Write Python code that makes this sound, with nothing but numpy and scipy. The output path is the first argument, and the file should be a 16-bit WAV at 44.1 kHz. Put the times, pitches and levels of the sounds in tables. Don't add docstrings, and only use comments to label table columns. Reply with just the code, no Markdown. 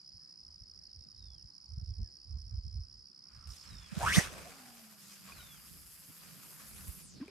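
import sys
import numpy as np
from scipy import signal
from scipy.io import wavfile
from scipy.ndimage import uniform_filter1d, map_coordinates

SR = 44100
rng = np.random.default_rng(int(sys.argv[2]) if len(sys.argv) > 2 else 0)


def boost_factor(decibels):
    exponent = np.asarray(decibels, float) / 20
    return 10 ** exponent


def wav_record(signal):
    frames = np.transpose(np.atleast_2d(signal))
    bounded = np.clip(frames, -1, 1)
    quanta = np.round(bounded * 32767).astype(np.int16)
    wavfile.write(sys.argv[1], SR, quanta)


N = 321914

CAST_S = 4.4
SLACK_S = 7.01


def unit(x):
    return x / np.sqrt(np.mean(x ** 2) + 1e-20)


def along(points, hz):
    f, v = np.transpose(points)
    return np.interp(np.log(hz + 1), np.log(f + 1), v)


def curves(rows, t=None):
    s, *cols = np.transpose(rows)
    if t is None:
        t = np.arange(N) / SR
    return [np.interp(t, s, c) for c in cols]


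def during(rows):
    t = np.arange(N) / SR
    return np.clip(np.minimum(t - rows[0][0], rows[-1][0] + .01 - t) / .01, 0, 1)


def wobble(rate):
    coarse = np.arange(0, N + 32, 32)
    knots = rng.standard_normal(int(N * rate / SR) + 6)
    return np.interp(np.arange(N), coarse, map_coordinates(knots, [coarse * rate / SR]))


def swells(rows, tail):
    t = np.arange(0, N + 64, 64) / SR
    s, db, length = np.transpose(rows)[:, :, None]
    x = (2 * (t - s) / length) ** 2
    bells = boost_factor(db) * (.5 ** x + tail * .5 ** (x / 9))
    return np.interp(np.arange(N) / SR, t, bells.sum(0))


def smooth(x, hz, kind):
    return signal.sosfilt(signal.butter(4, hz, kind, fs=SR, output="sos"), x)


def rush(gain, alike, pan_db=0, patchy_db=0, size=256):
    hz, t, z = signal.stft(rng.standard_normal((2, N)), SR, nperseg=size)
    shape = gain(hz[:, None], t) * np.ones(z.shape[1:])
    shape = shape / np.sqrt(np.mean(shape ** 2, 0))
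    if patchy_db:
        field = uniform_filter1d(rng.standard_normal(z.shape[1:]), size=5, axis=0)
        field = uniform_filter1d(field, size=12, axis=1)
        shape = shape * boost_factor(patchy_db * unit(field))
    a, b = signal.istft(z * shape, SR, nperseg=size)[1][:, :N]
    turn = np.arccos(np.clip(alike, -1, 1)) / 2
    mid, side = np.cos(turn) * a, np.sin(turn) * b
    return boost_factor([[pan_db / 2], [-pan_db / 2]]) * [mid + side, mid - side]


def coloured(spectrum):
    return lambda hz, t: boost_factor(along(spectrum, hz))


def peaked(rows, column, width):
    return lambda hz, t: 1 / (1 + ((hz / curves(rows, t)[column] - 1) / width) ** 2)


def air_band(rows, width):
    level = boost_factor(curves(rows)[1] + 0.2 + 2.4 * wobble(43))
    return during(rows) * level * rush(peaked(rows, column=0, width=width), 0.81, -0.31, size=512)


def add_at(out, start_s, sound):
    out[:, round(start_s * SR):][:, :sound.shape[-1]] += sound


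def hillside(x, t60, db):
    t = np.arange(SR // 2) / SR
    tail = rng.standard_normal((2, len(t))) * boost_factor(-60 * t / t60)
    return x + boost_factor(db) * signal.fftconvolve(x, tail / np.linalg.norm(tail[0]), axes=1)[:, :N]


# time_s, whistle_hz, level_db
ROD_BUTT = [(3.99, 560, -56), (4.012, 750.4, -39), (4.04, 870, -34), (4.056, 1049, -35), (4.067, 1253, -29),
            (4.095, 1631, -31), (4.12, 1853, -34.5), (4.135, 2510, -31.5), (4.148, 3430, -30.5),
            (4.165, 3563, -40)]
# time_s, whistle_hz, level_db
ROD_TIP = [(4.145, 1800, -50), (4.158, 1870, -32), (4.168, 1930, -34), (4.175, 2260, -34),
           (4.183, 1920, -29), (4.197, 1860, -33), (4.22, 1930, -45), (4.25, 1790, -61)]
# time_s, level_db
TORN_AIR = [(3.93, -81), (3.954, -67), (4.03, -63), (4.06, -46), (4.102, -46), (4.156, -29.5), (4.185, -31),
            (4.3, -66), (4.364, -64), (4.5, -72)]
# frequency_hz, level_db
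TORN_COLOUR = [(800, -40), (2000, -3.5), (4000, -12), (5000, -1.5), (6200, 1.5), (7300, -11.5),
               (9000, -0.5), (10200, -11), (13000, -14), (15600, -27)]


def rod():
    overtone_db, core_db = -18, -3.5
    puffs_db = 1.6 * wobble(110)
    core = np.sin(2 * np.pi * np.cumsum(curves(ROD_BUTT)[0] * (1 + .06 * wobble(160))) / SR)
    once = peaked(ROD_BUTT, column=0, width=.1)

    def both(hz, t):
        return once(hz, t) + boost_factor(overtone_db) * once(hz / 2, t)

    butt = rush(both, 0.95, -1.8) + boost_factor(core_db) * core
    butt = during(ROD_BUTT) * boost_factor(curves(ROD_BUTT)[1] + puffs_db) * butt
    tip = rush(peaked(ROD_TIP, column=0, width=0.03), 0.89, -3.5)
    tip = during(ROD_TIP) * boost_factor(curves(ROD_TIP)[1] + 1.2 * wobble(180)) * tip
    whistle = butt + tip
    whistle[0] = np.roll(whistle[0], shift=4)
    torn_level = during(TORN_AIR) * boost_factor(curves(TORN_AIR)[0] - 2 + 0.73 * wobble(150))
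    return whistle + torn_level * rush(coloured(TORN_COLOUR), 0.69, 1.0, 2.1)


# start_s, peak_db
RING_TICKS = [(3.99, -33), (4.006, -32), (4.016, -29), (4.024, -31), (4.03, -29), (4.036, -30),
              (4.042, -30), (4.051, -32), (4.224, -31)]


def ticks():
    out, t = np.zeros((2, N)), np.arange(SR // 100) / SR
    for s, db in RING_TICKS:
        click = rng.standard_normal(len(t)) + .5 * rng.standard_normal((2, len(t)))
        add_at(out, s, boost_factor(db - 60 * t / .004) * click)
    body = smooth(smooth(out, 4800, "high"), 9500, "low")
    return body + boost_factor(-17) * smooth(out, 10500, "high")


# time_s, coils_per_s, slap_tone_db
COILS = [(4.3, 290, -95), (4.55, 265, -61.5), (4.7, 239, -58), (5, 202, -63), (5.28, 194, -61.5),
         (5.45, 180, -86), (6.1, 160, -76), (6.7, 210, -71), (7.21, 196, -81)]
# time_s, centre_hz, gain_db
LINE_PULL = [(4.3, 12000, -0.5), (5.6, 12000, 0.5), (5.92, 11700, 2.5), (6.1, 12000, 0.5),
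             (6.35, 12200, -1.5), (6.5, 12000, 1.5), (6.66, 11800, 1), (6.74, 11100, 2.5),
             (6.9, 11800, 1.5), (7.01, 11900, 2)]


def spool():
    (rate, tone_db), t = curves(COILS), np.arange(N) / SR
    slack = np.clip(t - SLACK_S, 0, None)
    turn = 2 * np.pi * np.cumsum(rate * (1 + .018 * wobble(60))) / SR
    hum = boost_factor(tone_db + 1.8 * wobble(25)) * np.sin(turn) * boost_factor([[-1.5], [1.5]])
    drag = boost_factor(1.1 * wobble(40) + .7 * wobble(12)) * (1 + .25 * np.sin(turn))
    hiss_db = -65 + 3.5 * (t - COILS[0][0]) + curves(LINE_PULL)[1]
    hiss_db -= 73 * slack
    hiss_db -= 300 * np.clip(t - LURE_PLOP[0] + 0.019, 0, None)

    def lip_and_ring(hz, s):
        centre = curves(LINE_PULL, s)[0] * .5 ** (7.6 * np.clip(s - SLACK_S, 0, None))
        lip = 1 / (1 + ((hz / centre - 1) / np.where(hz < centre, 0.2, 0.11)) ** 2)
        ring = (s < SLACK_S) / (1 + ((hz / 11460 / 0.663 - 1) / 0.093) ** 2)
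        return lip + boost_factor(-13) * ring

    hiss = boost_factor(hiss_db) * drag * rush(lip_and_ring, 0.64, 0.46)
    return during(COILS) * (hum + hiss)


# middle_s, peak_db, pitch_hz, cycles, left_right_db
AIR_PUSHES = [(3.931, -32, 176, 3.3, -9.5), (3.978, -23, 166, 2.4, -10), (4.04, -29, 104, 2.2, -4),
              (4.1728, -17.5, 196, 1.6, -6), (6.893, -31.5, 70.6, 1.8, -7)]
# middle_s, peak_db, pitch_hz, cycles, left_right_db
WHIP_GUST = (4.1842, -8, 165, 2.2, -10)


def pushes():
    out = np.zeros((2, N + SR))
    t = np.arange(-SR // 20, SR // 20) / SR
    for s, db, hz, cycles, pan_db in AIR_PUSHES + [WHIP_GUST]:
        lean = np.where(t < 0, 1.7, .9)
        push = -boost_factor(db) * np.exp(-(3.4 * t * hz / cycles / lean) ** 2)
        push = push * np.cos(2 * np.pi * hz * t * (1 - 0.081 * hz * t))
        both = np.array([boost_factor(pan_db) * np.roll(push, shift=-95), push])
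        out[:, round(s * SR) - SR // 20:][:, :len(t)] += both
    return smooth(out[:, :N], 11000, "low")


# start_s, peak_db, ring_hz,
# t60_s
SMALL_KNOCKS = [(3.473, -32, 5370, 0.0055), (5.286, -49, 1110, 0.083), (5.293, -56, 1230, 0.042),
                (5.299, -49, 1120, 0.075), (5.321, -42.5, 2480, 0.038), (5.398, -53.5, 1444, 0.15),
                (5.405, -46, 3060, 0.024), (7.201, -44.5, 307, 0.12), (7.208, -53, 1850, 0.025),
                (7.213, -53, 1585, 0.04), (7.226, -54, 1040, 0.064), (7.26, -45, 230, 0.04),
                (7.28, -42.5, 2380, 0.015), (7.281, -44, 400, 0.058)]


def knocks():
    out, t = np.zeros((2, N + SR)), np.arange(SR // 8) / SR
    for s, db, hz, t60 in SMALL_KNOCKS:
        contact = boost_factor(-60 * t / 0.0058) * rng.standard_normal((2, len(t)))
        ring = np.sin(2 * np.pi * hz * t) + contact
        add_at(out, s, boost_factor(db - 60 * t / t60) * (1 - np.exp(-t / 0.00074)) * ring)
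    return smooth(out[:, :N], 11000, "low")


# start_s, peak_db, start_hz, end_hz, length_s
LURE_PLOP = (7.2115, -34, 235, 335, .034)


def plop():
    out, t = np.zeros((2, N + SR)), np.arange(SR // 8) / SR
    s, db, low_hz, high_hz, length = LURE_PLOP
    bubble = np.sin(2 * np.pi * (low_hz * t + (high_hz - low_hz) * t * t / (2 * length)))
    swell = (1 - np.exp(-t / 0.0014)) * np.exp(-(t / (0.66 * length)) ** 2)
    add_at(out, s, boost_factor(db) * swell * bubble)
    return smooth(out[:, :N], 11000, "low")


# time_s, centre_hz, level_db
LURE_FLIGHT = [(4.28, 605, -82), (4.36, 650, -57), (4.42, 516, -60), (4.46, 630, -54), (4.54, 800, -65.5),
               (4.64, 770, -64.5), (4.8, 720, -71), (5.0, 730, -79)]


def lure():
    return air_band(LURE_FLIGHT, 0.07)


# time_s, centre_hz, level_db
SLEEVE_AIR = [(3.22, 1175, -87), (3.3, 1310, -76), (3.4, 1280, -70.5), (3.5, 1270, -73), (3.7, 1220, -74)]
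# time_s, centre_hz, level_db
SCUFF_SCRAPE = [(3.49, 4800, -60), (3.53, 6000, -62), (3.56, 6400, -62), (3.59, 5300, -61),
                (3.64, 4900, -61), (3.7, 5200, -69)]


def sleeve():
    return air_band(SLEEVE_AIR, 0.12) + air_band(SCUFF_SCRAPE, 0.16)


# time_s, cloth_rub_db
ARM_EFFORT = [(3.2, -90), (3.35, -71), (3.55, -75), (3.72, -63.5), (3.9, -65), (4.02, -47), (4.06, -46),
              (4.16, -40), (4.23, -45), (4.31, -53.5), (4.45, -58), (4.95, -67.5), (5.2, -66.5),
              (5.31, -59.5), (5.5, -64.5), (5.92, -70), (6.25, -63), (6.9, -63.5), (7.1, -73)]
# time_s, level_db
CLOTH_SCUFF = [(3.468, -57), (3.48, -69), (3.51, -64), (3.545, -57), (3.6, -66), (3.66, -70)]
# start_s, length_s, level_db
SLEEVE_SETTLES = [
    (7.208, 0.051, -66),
    (7.283, 0.046, -62.5),
]
# middle_s, peak_db, length_s
SLEEVE_WHIP = [(4.185, -42, 0.04)]
# middle_s, peak_db, length_s
CLOTH_FOLD = [(5.1, -62.5, 0.12)]
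# frequency_hz, level_db
SWISH_COLOUR = [(250, -5), (400, 5), (700, 4.5), (900, -1), (1300, -6.5), (3000, -46)]
RUB_COLOUR = [(500, -61), (900, -11), (1150, -3.5), (1500, -5), (2000, -8.5), (2500, -5.5), (2950, -11),
              (4200, -14), (6000, -29), (9000, -59)]
RUSTLE_COLOUR = [(1500, -13), (2800, -9), (3800, -9.5), (4800, -6), (6500, -5), (9000, -8), (13000, -16),
                 (15500, -22)]


def jacket():
    effort_db, t = curves(ARM_EFFORT)[0], np.arange(N) / SR
    settle = swells([(s + length / 2, db, length) for s, length, db in SLEEVE_SETTLES], tail=0)
    fibres = boost_factor(0.86 * wobble(25) + 1.7 * wobble(300))
    swish_db = -65 + 2.12 * (np.minimum(effort_db, -55.5) + 59.0)
    swish = boost_factor(swish_db + 2 * wobble(12)) + boost_factor(-2.0) * settle + swells(SLEEVE_WHIP, tail=0.15)
    low = swish * rush(coloured(SWISH_COLOUR), 0.79, -1.1, 2.17, size=512)
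    low = low + (boost_factor(effort_db) + settle) * rush(coloured(RUB_COLOUR), 0.37, 0.11, 2.1)
    creasing_db = -67.5 - 8.5 * (t < CAST_S) + 1.2 * wobble(4.31)
    creasing_db -= 34 * np.clip(t - SLACK_S, 0, None)
    creasing = boost_factor(creasing_db) * during([(CLOTH_SCUFF[0][0],), (N / SR,)])
    rustle = boost_factor(-63 + 1.08 * (effort_db + 60.5))
    scuff = during(CLOTH_SCUFF) * boost_factor(curves(CLOTH_SCUFF)[0])
    bright = creasing + swells(CLOTH_FOLD, tail=0) + rustle + scuff
    bright = bright * rush(coloured(RUSTLE_COLOUR), 0.34, 0.12, 1.77)
    return (t > ARM_EFFORT[0][0]) * fibres * (low + bright)


# middle_s, peak_db, length_s
PORT_GUSTS = [(.148, -60, 0.041), (.5, -64.5, 0.13), (.617, -52, 0.02), (.76, -67.5, 0.17),
              (.979, -54, 0.052), (1.264, -54, 0.16), (1.443, -47.5, 0.017), (1.724, -45.5, 0.056),
              (1.778, -34, 0.01), (1.821, -31.5, 0.013), (1.897, -37.5, 0.04), (2.005, -33.5, 0.045),
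              (2.343, -40, 0.091), (2.45, -49, 0.061), (2.536, -40, 0.044), (2.579, -34, 0.011),
              (2.658, -41.5, 0.045), (2.772, -39.5, 0.077), (2.961, -64.5, 0.12), (3.365, -54.5, 0.06),
              (3.489, -45.5, 0.056), (3.75, -52.5, 0.13), (4.06, -41, 0.12), (4.2, -51, 0.14),
              (4.38, -61, 0.16), (5.38, -61, .14), (5.79, -65, 0.27), (6.25, -76, 0.14), (6.8, -59, 0.2),
              (7.17, -70, 0.28)]
# middle_s, peak_db, length_s
PORT_EDDIES = [(1.07, -68, 0.043), (1.24, -71.5, 0.06), (1.82, -56.5, 0.022), (1.89, -69, 0.028),
               (2.0, -52.5, 0.022), (2.32, -72, 0.027), (3.72, -59.5, 0.081), (4.09, -45.5, 0.061),
               (4.33, -56, 0.17), (5.4, -66, 0.38), (5.76, -68, 0.11), (6.1, -54.5, 0.023),
               (6.35, -61.5, 0.17), (6.88, -60.5, 0.49), (7.17, -56, 0.059)]
# frequency_hz, level_db
BUFFET_COLOUR = [(15, -42), (25, -8.5), (59, 4), (87, 0.5), (166, -27), (216, -19.5), (257, -58),
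                 (400, -25), (520, -103), (880, -120)]
FLUTTER_COLOUR = [(90, -56.5), (140, 14), (220, -4), (350, -14.5), (700, -26.5)]


def wind():
    gusts, effort_db = swells(PORT_GUSTS, tail=0.058), curves(ARM_EFFORT)[0]
    eddies = rush(coloured(BUFFET_COLOUR), 0.93, -5.0, size=2048)
    steady = eddies / np.sqrt(np.abs(uniform_filter1d(eddies[1] ** 2, size=1100)) + .05)
    buffet = smooth(gusts * boost_factor(3.5 + 0.79 * wobble(21.8)) * steady, 171, "low")
    buffet = buffet + boost_factor(-86 + 2.9 * wobble(14)) * eddies
    buffet[0] = np.roll(buffet[0], shift=2)
    stirred = boost_factor(-72) + swells(PORT_EDDIES, tail=0)
    stirred = stirred + boost_factor(-52) * gusts + boost_factor(np.minimum(effort_db, -56) - 10)
    flutter = stirred * boost_factor(1.03 * wobble(30) + 0.42 * wobble(9.0))
    flutter = flutter * rush(coloured(FLUTTER_COLOUR), 0.18, -5.5, size=1024)
    return smooth(buffet + flutter, 830, "low")


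# start_s, chirps, strokes_in_last_chirp
NEAR_PHRASES = [(-.0307, 13, 5), (.9917, 12, 5), (1.9365, 2, 5), (2.1073, 1, 5), (2.2, 2, 4),
                (2.3711, 2, 5), (2.5412, 1, 4), (2.6337, 2, 5), (2.8037, 2, 5), (2.9761, 2, 5),
                (3.1461, 2, 5), (3.3172, 2, 5), (3.4882, 2, 5), (3.6592, 2, 5), (3.8289, 1, 5)]
# time_s, strokes_so_far
TRILL_COUNT = [(0, 0), (.1615, 11), (.3372, 22), (.5591, 34), (1.242, 69), (1.938, 104), (2.001, 108),
               (2.6226, 152), (3.0393, 181), (3.2193, 193), (3.3355, 200), (3.4794, 208), (3.7859, 224),
               (7.3, 415)]
# time_s, gain_db
BODY_SHADE = [(0, 1), (3.4, 0), (3.5, 2.5), (3.75, 2.5), (3.9, -5.5), (4.1, -7), (4.6, -12.5), (7, -33),
              (7.3, -13)]
# left_lag_s, left_right_db
NEAR_PLACE = (1.2e-5, -7.5)
TRILL_PLACE = (3e-5, .6)


def strokes(times, sizes_db, top_hz, fall_hz, length, overtone_db, side):
    lag, pan_db = side
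    out = np.zeros((2, N + SR))
    overtone = boost_factor([[overtone_db - pan_db], [overtone_db]])
    t = np.arange(int(length * SR)) / SR - np.array([[lag], [0]])
    swell = np.sin(np.pi * np.clip(t / length, 0, 1) ** .8)
    for s, db, (u, v) in zip(times, sizes_db, rng.standard_normal((len(times), 2))):
        turn = 2 * np.pi * ((top_hz + 40 * u) * t - fall_hz * t * t / (2 * length)) + 9 * v
        add_at(out, s, boost_factor(db + 1.1 * u) * swell * (np.sin(turn) + overtone * np.sin(2 * turn)))
    return out[:, :N] * boost_factor([[pan_db], [0]])


def crickets():
    chirp_s, stroke_s, phrase_s, usual_strokes = .0775, .015, .1705, 4
    shade_db, = curves(BODY_SHADE)
    later_s = np.arange(NEAR_PHRASES[-1][0] + chirp_s * 6 / 5, N / SR - phrase_s, phrase_s)
    later = [(s, 2, usual_strokes + 1) for s in later_s]
    chirps = []
    for s, count, last in NEAR_PHRASES + later:
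        for c in range(count):
            start = s + c * chirp_s
            for k in range(last if c == count - 1 else usual_strokes):
                if start + k * stroke_s >= 0:
                    chirps.append((start + k * stroke_s, -5 * 0.71 ** k))
    near = strokes(*np.transpose(chirps), top_hz=5700, fall_hz=1050, length=.0069,
                   overtone_db=-25, side=NEAR_PLACE)
    times, done = np.transpose(TRILL_COUNT)
    trills = np.interp(np.arange(done[-1]), done, times)
    second = strokes(trills, -1.5 * trills, top_hz=5368, fall_hz=800, length=0.0074,
                     overtone_db=-30, side=TRILL_PLACE)
    pair = boost_factor(-45 + shade_db) * near + boost_factor(-48.5 - 1.1 * np.abs(shade_db)) * second
    chorus = rush(lambda hz, t: 1 / (1 + ((hz - 5100) / 420) ** 4), 0.44, -2.5) * boost_factor(2.0 * wobble(70))
    chorus_db = -71 + 2.1 * (np.arange(N) / SR > CAST_S) + 1.8 * wobble(0.9)
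    return hillside(pair, .03, -16) + boost_factor(chorus_db) * chorus


# start_s, length_s, level_db
BIRD_CALLS = [
    (1.119, .3, -78),
    (3.632, 0.31, -69.5),
    (5.317, .295, -65.5),
]
# share_of_length, pitch_hz, level_db
FALLING_WHISTLE = [(0, 4870, -8), (.06, 4580, -2), (.14, 4260, -5), (.27, 3900, 3), (.4, 3720, -1),
                   (.7, 3390, 0.5), (.85, 3190, -7), (.96, 2800, -11), (1, 2740, -16)]
# start_s,
# length_s, first_hz, last_hz, level_db
SHORT_NOTES = [(.2, .07, 1780, 1650, -90), (.887, .028, 4200, 3800, -79), (1.065, .04, 4150, 3750, -81),
               (1.83, .11, 4000, 3280, -86), (2.035, .05, 1880, 1640, -81), (5.66, .04, 3500, 3200, -78),
               (7.15, .04, 4600, 4100, -66)]
# time_s, pitch_hz, level_db
ARCHED_CHIRP = [(1.495, 3830, -83), (1.512, 4150, -79), (1.525, 4450, -76), (1.545, 4530, -76),
                (1.562, 4280, -81), (1.58, 3950, -83)]
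# time_s, pitch_hz, level_db
FAR_TWITTER = [(.97, 3770, -90), (1.03, 3740, -85), (1.21, 3700, -84), (1.25, 3600, -89)]


def birds():
    out, unsteady_db = np.zeros(N), 1.3 * wobble(45)
    songs = [ARCHED_CHIRP, FAR_TWITTER]
    for s, length, level in BIRD_CALLS:
        songs.append([(s + share * length, hz, db + level) for share, hz, db in FALLING_WHISTLE])
    for s, length, first, last, db in SHORT_NOTES:
        songs.append([(s, first, db - 4), (s + length, last, db - 4)])
    for rows in songs:
        hz, db = curves(rows)
        note = (48 * np.arange(N) / SR) % 1 if rows is FAR_TWITTER else .5
        level = during(rows) * np.sin(np.pi * note) ** 2 * boost_factor(db + 5.5 + unsteady_db)
        out += level * np.sin(2 * np.pi * np.cumsum(hz * (1 + .08 * (.5 - note))) / SR)
    return hillside(out[None], .4, -15)


# frequency_hz, level_db
SHORE_COLOUR = [(120, -43), (200, -2), (525, -13.5), (1200, -12.5), (2500, -20.5), (3900, -20), (4750, 3.5),
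                (5600, -17), (6300, -15.5), (8500, -24), (11000, -25.5), (12600, -38), (13300, -70),
                (15500, -90)]


def shore():
    return boost_factor(-69) * rush(coloured(SHORE_COLOUR), 0.092, -1.8, 2.05, size=512)


def scene():
    cast = rod() + ticks() + spool() + pushes() + knocks() + plop() + lure()
    clothes = sleeve() + jacket()
    return cast + clothes + wind() + crickets() + birds() + shore()


def top_cut(x):
    return signal.sosfilt(signal.butter(12, 15730, fs=SR, output="sos"), x)


def record(dry):
    mix = smooth(smooth(dry, 40.4, "high"), 14600, "low")
    return top_cut(mix)


dry = scene()
out = record(dry)
wav_record(out)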